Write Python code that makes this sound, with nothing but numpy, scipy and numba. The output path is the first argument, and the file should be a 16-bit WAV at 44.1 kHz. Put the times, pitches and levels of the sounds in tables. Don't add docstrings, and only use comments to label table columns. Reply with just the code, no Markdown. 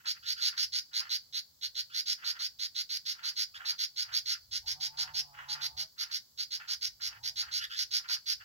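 import sys
import numpy as np
from scipy import signal
from scipy.fft import rfft, irfft, next_fast_len
from scipy.io import wavfile
from scipy.ndimage import uniform_filter1d, map_coordinates
from numba import njit

SR = 44100
rng = np.random.default_rng(int(sys.argv[2]) if len(sys.argv) > 2 else 0)


def wav_record(signal):
    frames = np.transpose(np.atleast_2d(signal))
    bounded = np.clip(frames, -1, 1)
    quanta = np.round(bounded * 32767).astype(np.int16)
    wavfile.write(sys.argv[1], SR, quanta)


N = 372204


def undb(db):
    return 10 ** (np.asarray(db) / 20)


def level(x, db):
    return x * undb(db) / np.sqrt(np.mean(x ** 2))


def colour(x, points):
    hz, db = np.transpose(points)
    size = next_fast_len(N + SR)
    bin_hz = np.maximum(np.arange(size // 2 + 1) * SR / size, 1)
    gain = undb(np.interp(np.log(bin_hz), np.log(hz), db))
    return irfft(rfft(x, size) * gain, size)[..., :N]


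@njit
def resonate(x, hz, width_hz):
    out, band_state, low_state = np.empty(len(x)), 0., 0.
    for i in range(len(x)):
        tuning, damping = np.tan(np.pi * hz[i] / SR), width_hz / hz[i]
        band = (band_state + tuning * (x[i] - low_state)) / (1 + tuning * (tuning + damping))
        band_state = 2 * band - band_state
        low_state += 2 * tuning * band
        out[i] = damping * band
    return out


def wander(per_s, size=N):
    hold = max(int(SR / per_s), 1)
    steps = np.repeat(rng.standard_normal(size // hold + 1), hold)
    return 1.334 * uniform_filter1d(uniform_filter1d(steps, hold), hold)[:size]


def microphone(x, pan_db, lag_samples=14):
    # frequency_hz, gain_db
    left_tone = [(5000, -1.5), (7000, -1), (10000, 2), (12000, 0)]
    sway = 0.49 * wander(9.8)
    late = map_coordinates(x, [np.arange(N) - lag_samples - sway], mode="nearest")
    return np.array([colour(late, left_tone) * undb(pan_db / 2), x * undb(-pan_db / 2)])


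def field():
    # frequency_hz, gain_db
    hiss_tone = [(15, -28), (25, -21), (110, -8), (254, -14), (324, -17.5), (707, -18.5), (1120, -19.5),
                 (2510, -29), (4420, -10), (6990, -15), (7790, -12.5), (8680, -75), (10200, -16),
                 (11700, -21.5), (15700, -9.5)]
    # time_s, relative_level_db
    rumble_levels = [(0.0, -83), (0.09, -82), (2.7, -84.5), (5.81, -71.5), (5.97, -85), (7.05, -81),
                     (7.08, -72.5), (8.3, -82), (8.44, -81)]
    # frequency_hz, gain_db
    rumble_tone = [(20, -44), (45, 1.5), (70, 6), (110, 2.5), (160, -14.5), (300, -70)]
    hiss = level(colour(rng.standard_normal((2, N)), hiss_tone), -62)
    bass_filter = signal.butter(2, 260, fs=SR, output="sos")
    blend = 0.13 * (hiss[::-1] - hiss) + 0.58 * hiss.mean(axis=0)
    hiss += signal.sosfilt(bass_filter, blend)
    rumble = colour(rng.standard_normal(N) + 0.23 * rng.standard_normal((2, N)), rumble_tone)
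    time_s, db = np.transpose(rumble_levels)
    gust_db = np.interp(np.arange(N) / SR, time_s, db) + 4.5 * wander(6)
    return hiss + level(rumble, 1.5) * undb(gust_db)


def tree_echo(x, near_fade_s=.12, far_fade_s=.48):
    # frequency_hz, gain_db
    far_tone = [(1000, -8), (2500, -10), (3900, -8), (4650, -2), (5400, -7), (8000, -11), (15000, -10)]
    t = np.arange(SR) / SR
    near_tail = undb(-32 - 60 * t / near_fade_s) * rng.standard_normal((2, SR))
    far_tail = undb(-47 - 60 * t / far_fade_s) * rng.standard_normal((2, SR))
    near = signal.fftconvolve(x[None], near_tail, axes=1)
    far = signal.fftconvolve(colour(x, far_tone)[None], far_tail, axes=1)
    return (near + far)[:, :N]


def cow():
    # time_s, pitch_hz, relative_level_db
    moos = [
        [(4.62, 96.14, -77.5), (4.79, 155, -69.5), (4.91, 146.7, -72.5), (5.06, 152.8, -68.5),
         (5.42, 138.2, -73.5), (5.53, 145.4, -67), (5.7, 143.3, -71.5), (5.83, 161.8, -66.5), (5.88, 159, -83)],
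        [(4.03, 97, -70), (4.13, 115.3, -69.5), (4.25, 111.8, -82)],
        [(7.08, 79, -78), (7.23, 119.8, -66.5), (7.3, 132, -72), (7.42, 127, -84)],
    ]
    # frequency_hz, gain_db
    mouth_tone = [(300, -23), (450, -45), (600, -12), (730, -3.5), (880, 5), (1050, -10), (1250, -3),
                  (1600, -42)]
    mouth_gains = [1, -12.5, -7]
    out, t = np.zeros(N), np.arange(N) / SR
    mouth_hz, mouth_db = np.transpose(mouth_tone)
    breath = level(colour(rng.standard_normal(N), [(100, -40)] + mouth_tone), -6)
    for moo, open_db in zip(moos, mouth_gains):
        time_s, hz, db = np.transpose(moo)
        fade = np.clip(np.minimum(t - time_s[0], time_s[-1] - t) / 0.026, 0, 1)
        pitch_hz = np.interp(t, time_s, hz) * (1 + .009 * wander(35))
        phase = 2 * np.pi * np.cumsum(pitch_hz) / SR
        overtones = np.zeros(N)
        for k in range(2, 11):
            overtone_db = np.interp(k * pitch_hz, mouth_hz, mouth_db) + 3.8 * wander(25)
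            overtones += undb(overtone_db) * np.sin(k * phase + k * k)
        chest = undb(1.54 * wander(22)) * np.sin(phase)
        loudness = np.sqrt(2) * fade * undb(np.interp(t, time_s, db))
        out += loudness * (chest + undb(open_db) * (overtones + breath))
    return out


def air_noise():
    return microphone(rng.standard_normal(N), pan_db=-2.6) + 0.86 * rng.standard_normal((2, N))


def wing_beats(strokes_per_s=23.5, rise_s=.015, fall_s=.021):
    # first_stroke_s, last_stroke_s, relative_level_db, whoosh_offset_db
    bursts = [(.013, .064, -51.5, -24), (0.167, .168, -48, -33), (.391, .582, -49.5, -23),
              (0.937, 1.1, -48.5, -21), (2.192, 2.409, -51, -22.5), (3.155, 3.312, -54, -20),
              (3.567, 3.734, -49.5, -17.5), (4.056, 4.131, -48, -20.5), (4.28, 4.351, -50.5, -41.5),
              (4.945, 5.088, -52.5, -14.5), (5.353, 5.643, -50.5, -16.5), (5.981, 6.107, -54, -20),
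              (6.566, 6.731, -53, -19.5), (7.015, 7.166, -52.5, -19.5), (7.388, 7.519, -51.5, -20.5),
              (8.006, 8.153, -51, -19), (8.417, 8.417, -52, -25.5)]
    # frequency_hz, gain_db
    rustle_tone = [(900, -34), (1250, -3.5), (1500, 2), (1800, -0.5), (2200, -8), (3050, -8), (4330, -27),
                   (7600, -28), (8300, -61)]
    # frequency_hz, gain_db
    whoosh_tone = [(400, -29.5), (600, -13), (800, -1), (1100, 4.5), (1400, -4), (2000, -78)]
    t, rustle_gain, whoosh_gain = np.arange(N) / SR, np.zeros(N), np.zeros(N)
    for first_s, last_s, burst_db, whoosh_db in bursts:
        strokes = np.linspace(first_s, last_s, round((last_s - first_s) * strokes_per_s) + 1)
        for at_s, scatter_db in zip(strokes, 3 * rng.standard_normal(12)):
            db = burst_db - 5.5 * (at_s == first_s) - 1.5 * (at_s == last_s > first_s) + scatter_db
            span = slice(max(int((at_s - .05) * SR), 0), int((at_s + .08) * SR))
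            from_peak_s = t[span] - at_s
            puff = np.exp(-(from_peak_s / np.where(from_peak_s < 0, rise_s, fall_s)) ** 2)
            rustle_gain[span] += undb(db) * puff
            whoosh_gain[span] += undb(db + whoosh_db) * puff
    rustle = level(colour(air_noise() * undb(2.9 * wander(300)), rustle_tone), 0.98)
    whoosh = level(colour(air_noise(), whoosh_tone), 7.1)
    return rustle_gain * rustle + whoosh_gain * whoosh


def rasp(notes, tone, pitch_hz, warble_depth, breath_db, chest_db, throat_db, climb_hz):
    # frequency_hz, gain_db
    treble_tone = [(8800, -51), (9500, -30.5), (10300, -28), (11000, -15.5), (11900, -16.5), (12600, -30),
                   (13400, -35), (14200, -27), (15200, -26)]
    warble_hz, throat_width_hz = 112, 700.
    source, throat_hz, treble_gain = np.zeros(N), np.full(N, 4500.), np.ones(N)
    for start_s, length_s, db, ring_hz in notes:
        i, n = int((start_s - .009) * SR), int((length_s + 0.026) * SR)
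        t = np.arange(n) / SR
        progress = t / length_s
        warble_rate = warble_hz * (1 + .05 * rng.standard_normal() + 0.0796 * wander(90.83, n))
        cycles = np.cumsum(warble_rate) / SR + rng.random()
        warble = 1 - 2 * np.abs(np.sin(np.pi * cycles)) ** 1.3
        scoop = 0.0796 * (progress - .5) - .14 * np.exp(-t / .018)
        centre_hz = pitch_hz * (1 + .03 * rng.standard_normal() + scoop)
        hz = centre_hz * np.exp(warble_depth * warble + 0.04436 * wander(700, n))
        phase = 2 * np.pi * np.cumsum(hz) / SR
        overtones = sum(np.cos(k * phase + k * k) * (k * hz < .45 * SR) for k in range(2, 11))
        chest = undb(chest_db) * np.cos(phase)
        voice = (chest + overtones) * undb(2.02 * wander(450, n) + 3 * warble)
        breath = undb(breath_db) * rng.standard_normal(n)
        fade_in = np.clip((t - .004) / 0.016, 0, 1) ** 0.5
        swell = undb(10.4 * (np.minimum(progress / 0.57, 1) - 1))
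        fade_out = np.clip((t[-1] - t) / 0.023, 0, 1) ** 2
        source[i:i + n] += (undb(db) * fade_in * swell * fade_out * (voice + breath))[:N - i]
        throat_hz[i:i + n] = (ring_hz + climb_hz * (np.minimum(progress, 1.1) - .85))[:N - i]
        treble_gain[i:i + n] = undb(4.5 * (np.minimum(progress, 1) - 1))[:N - i]
    ring = undb(throat_db) * resonate(source, throat_hz, throat_width_hz)
    return colour(source + ring, tone) + colour(source * treble_gain, treble_tone)


def answering_bird():
    # start_s, length_s, relative_level_db, throat_ring_hz
    notes = [(.228, 0.068, -48.5, 3830), (.365, 0.053, -44, 4180), (1.9, 0.074, -50.5, 3700),
             (3.545, 0.0343, -46, 3380), (7.6, .056, -38.5, 3350), (7.7, 0.062, -42, 3500)]
    # frequency_hz, gain_db
    tone = [(900, -35), (1250, 0), (1600, -11), (2400, -1.5), (3300, -12.5), (4800, -2.5), (6500, -16.5),
            (7700, -18), (8300, -62)]
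    return undb(-1) * rasp(notes, tone, pitch_hz=1650, warble_depth=.1,
                           breath_db=0, chest_db=7, throat_db=12, climb_hz=350)


def scolding_bird():
    # start_s, length_s, relative_level_db, throat_ring_hz
    notes = [(.059, 0.065, -29.5, 4800), (.262, 0.069, -29.5, 4630), (.41, 0.0829, -26.5, 4760),
             (.572, 0.078, -27, 4930), (.726, .072, -29, 4950), (.935, 0.073, -30, 4710),
             (1.096, 0.071, -28.5, 4620), (1.33, 0.067, -31.5, 4470), (1.616, 0.057, -33, 4360),
             (1.751, 0.065, -32, 4450), (1.94, 0.07, -30, 4720), (2.061, 0.074, -28.5, 5000),
             (2.246, 0.07, -29.5, 4700), (2.394, 0.076, -30, 4760), (2.592, 0.071, -31.5, 4650),
             (2.75, .07, -31, 4653), (2.894, 0.079, -31, 4780), (3.057, 0.072, -30.5, 4900),
             (3.235, .069, -31, 4680), (3.362, .075, -28, 4950), (3.654, 0.066, -30, 4700),
             (3.785, .07, -29, 4850), (3.964, 0.07, -30.5, 4860), (4.127, 0.065, -28.5, 4790),
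             (4.259, .081, -29, 4900), (4.515, 0.067, -30.5, 5015), (4.664, 0.069, -30.5, 5095),
             (4.805, 0.0711, -29.5, 5080), (4.975, 0.063, -29, 4900), (5.141, .069, -29, 4950),
             (5.487, .059, -32, 4760), (5.612, .06, -30.5, 4650), (5.772, 0.06, -31, 4900),
             (5.984, .059, -32.5, 4870), (6.112, 0.066, -31, 4970), (6.378, .06, -33, 4720),
             (6.509, 0.06, -32.5, 4850), (6.68, 0.065, -30, 5000), (6.814, .064, -30, 5200),
             (7.011, 0.076, -31.5, 5060), (7.234, 0.062, -32, 4960), (7.362, 0.065, -30.5, 4800),
             (7.517, 0.077, -29, 4930), (7.765, 0.07, -28, 5040), (7.912, 0.076, -27, 5050),
             (8.085, 0.074, -28.5, 4900), (8.263, .072, -28.5, 4930)]
    # frequency_hz, gain_db
    tone = [(900, -33.5), (1300, -27.5), (1500, -10.5), (1750, -14), (2100, -12), (2600, -17.5), (3300, -7),
            (4800, -7.5), (6000, -9.5), (7100, -19.5), (7700, -21.5), (8300, -76)]
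    return undb(-1.5) * rasp(notes, tone, pitch_hz=1800, warble_depth=.3,
                             breath_db=-6, chest_db=-0.5, throat_db=10.5, climb_hz=807)


def scene():
    scolds, answers, wings, moos = scolding_bird(), answering_bird(), wing_beats(), cow()
    birds = microphone(scolds, pan_db=-1.47) + microphone(answers, pan_db=-0.93) + wings
    far_cow = microphone(moos, pan_db=-0.61)
    echo = tree_echo(scolds + answers + wings[1] + undb(1) * moos)
    return birds + far_cow + echo + field()


def record(dry, top_hz=15750):
    return signal.sosfilt(signal.ellip(10, .2, 80, top_hz, fs=SR, output="sos"), dry)


dry = scene()
out = record(dry)
wav_record(out)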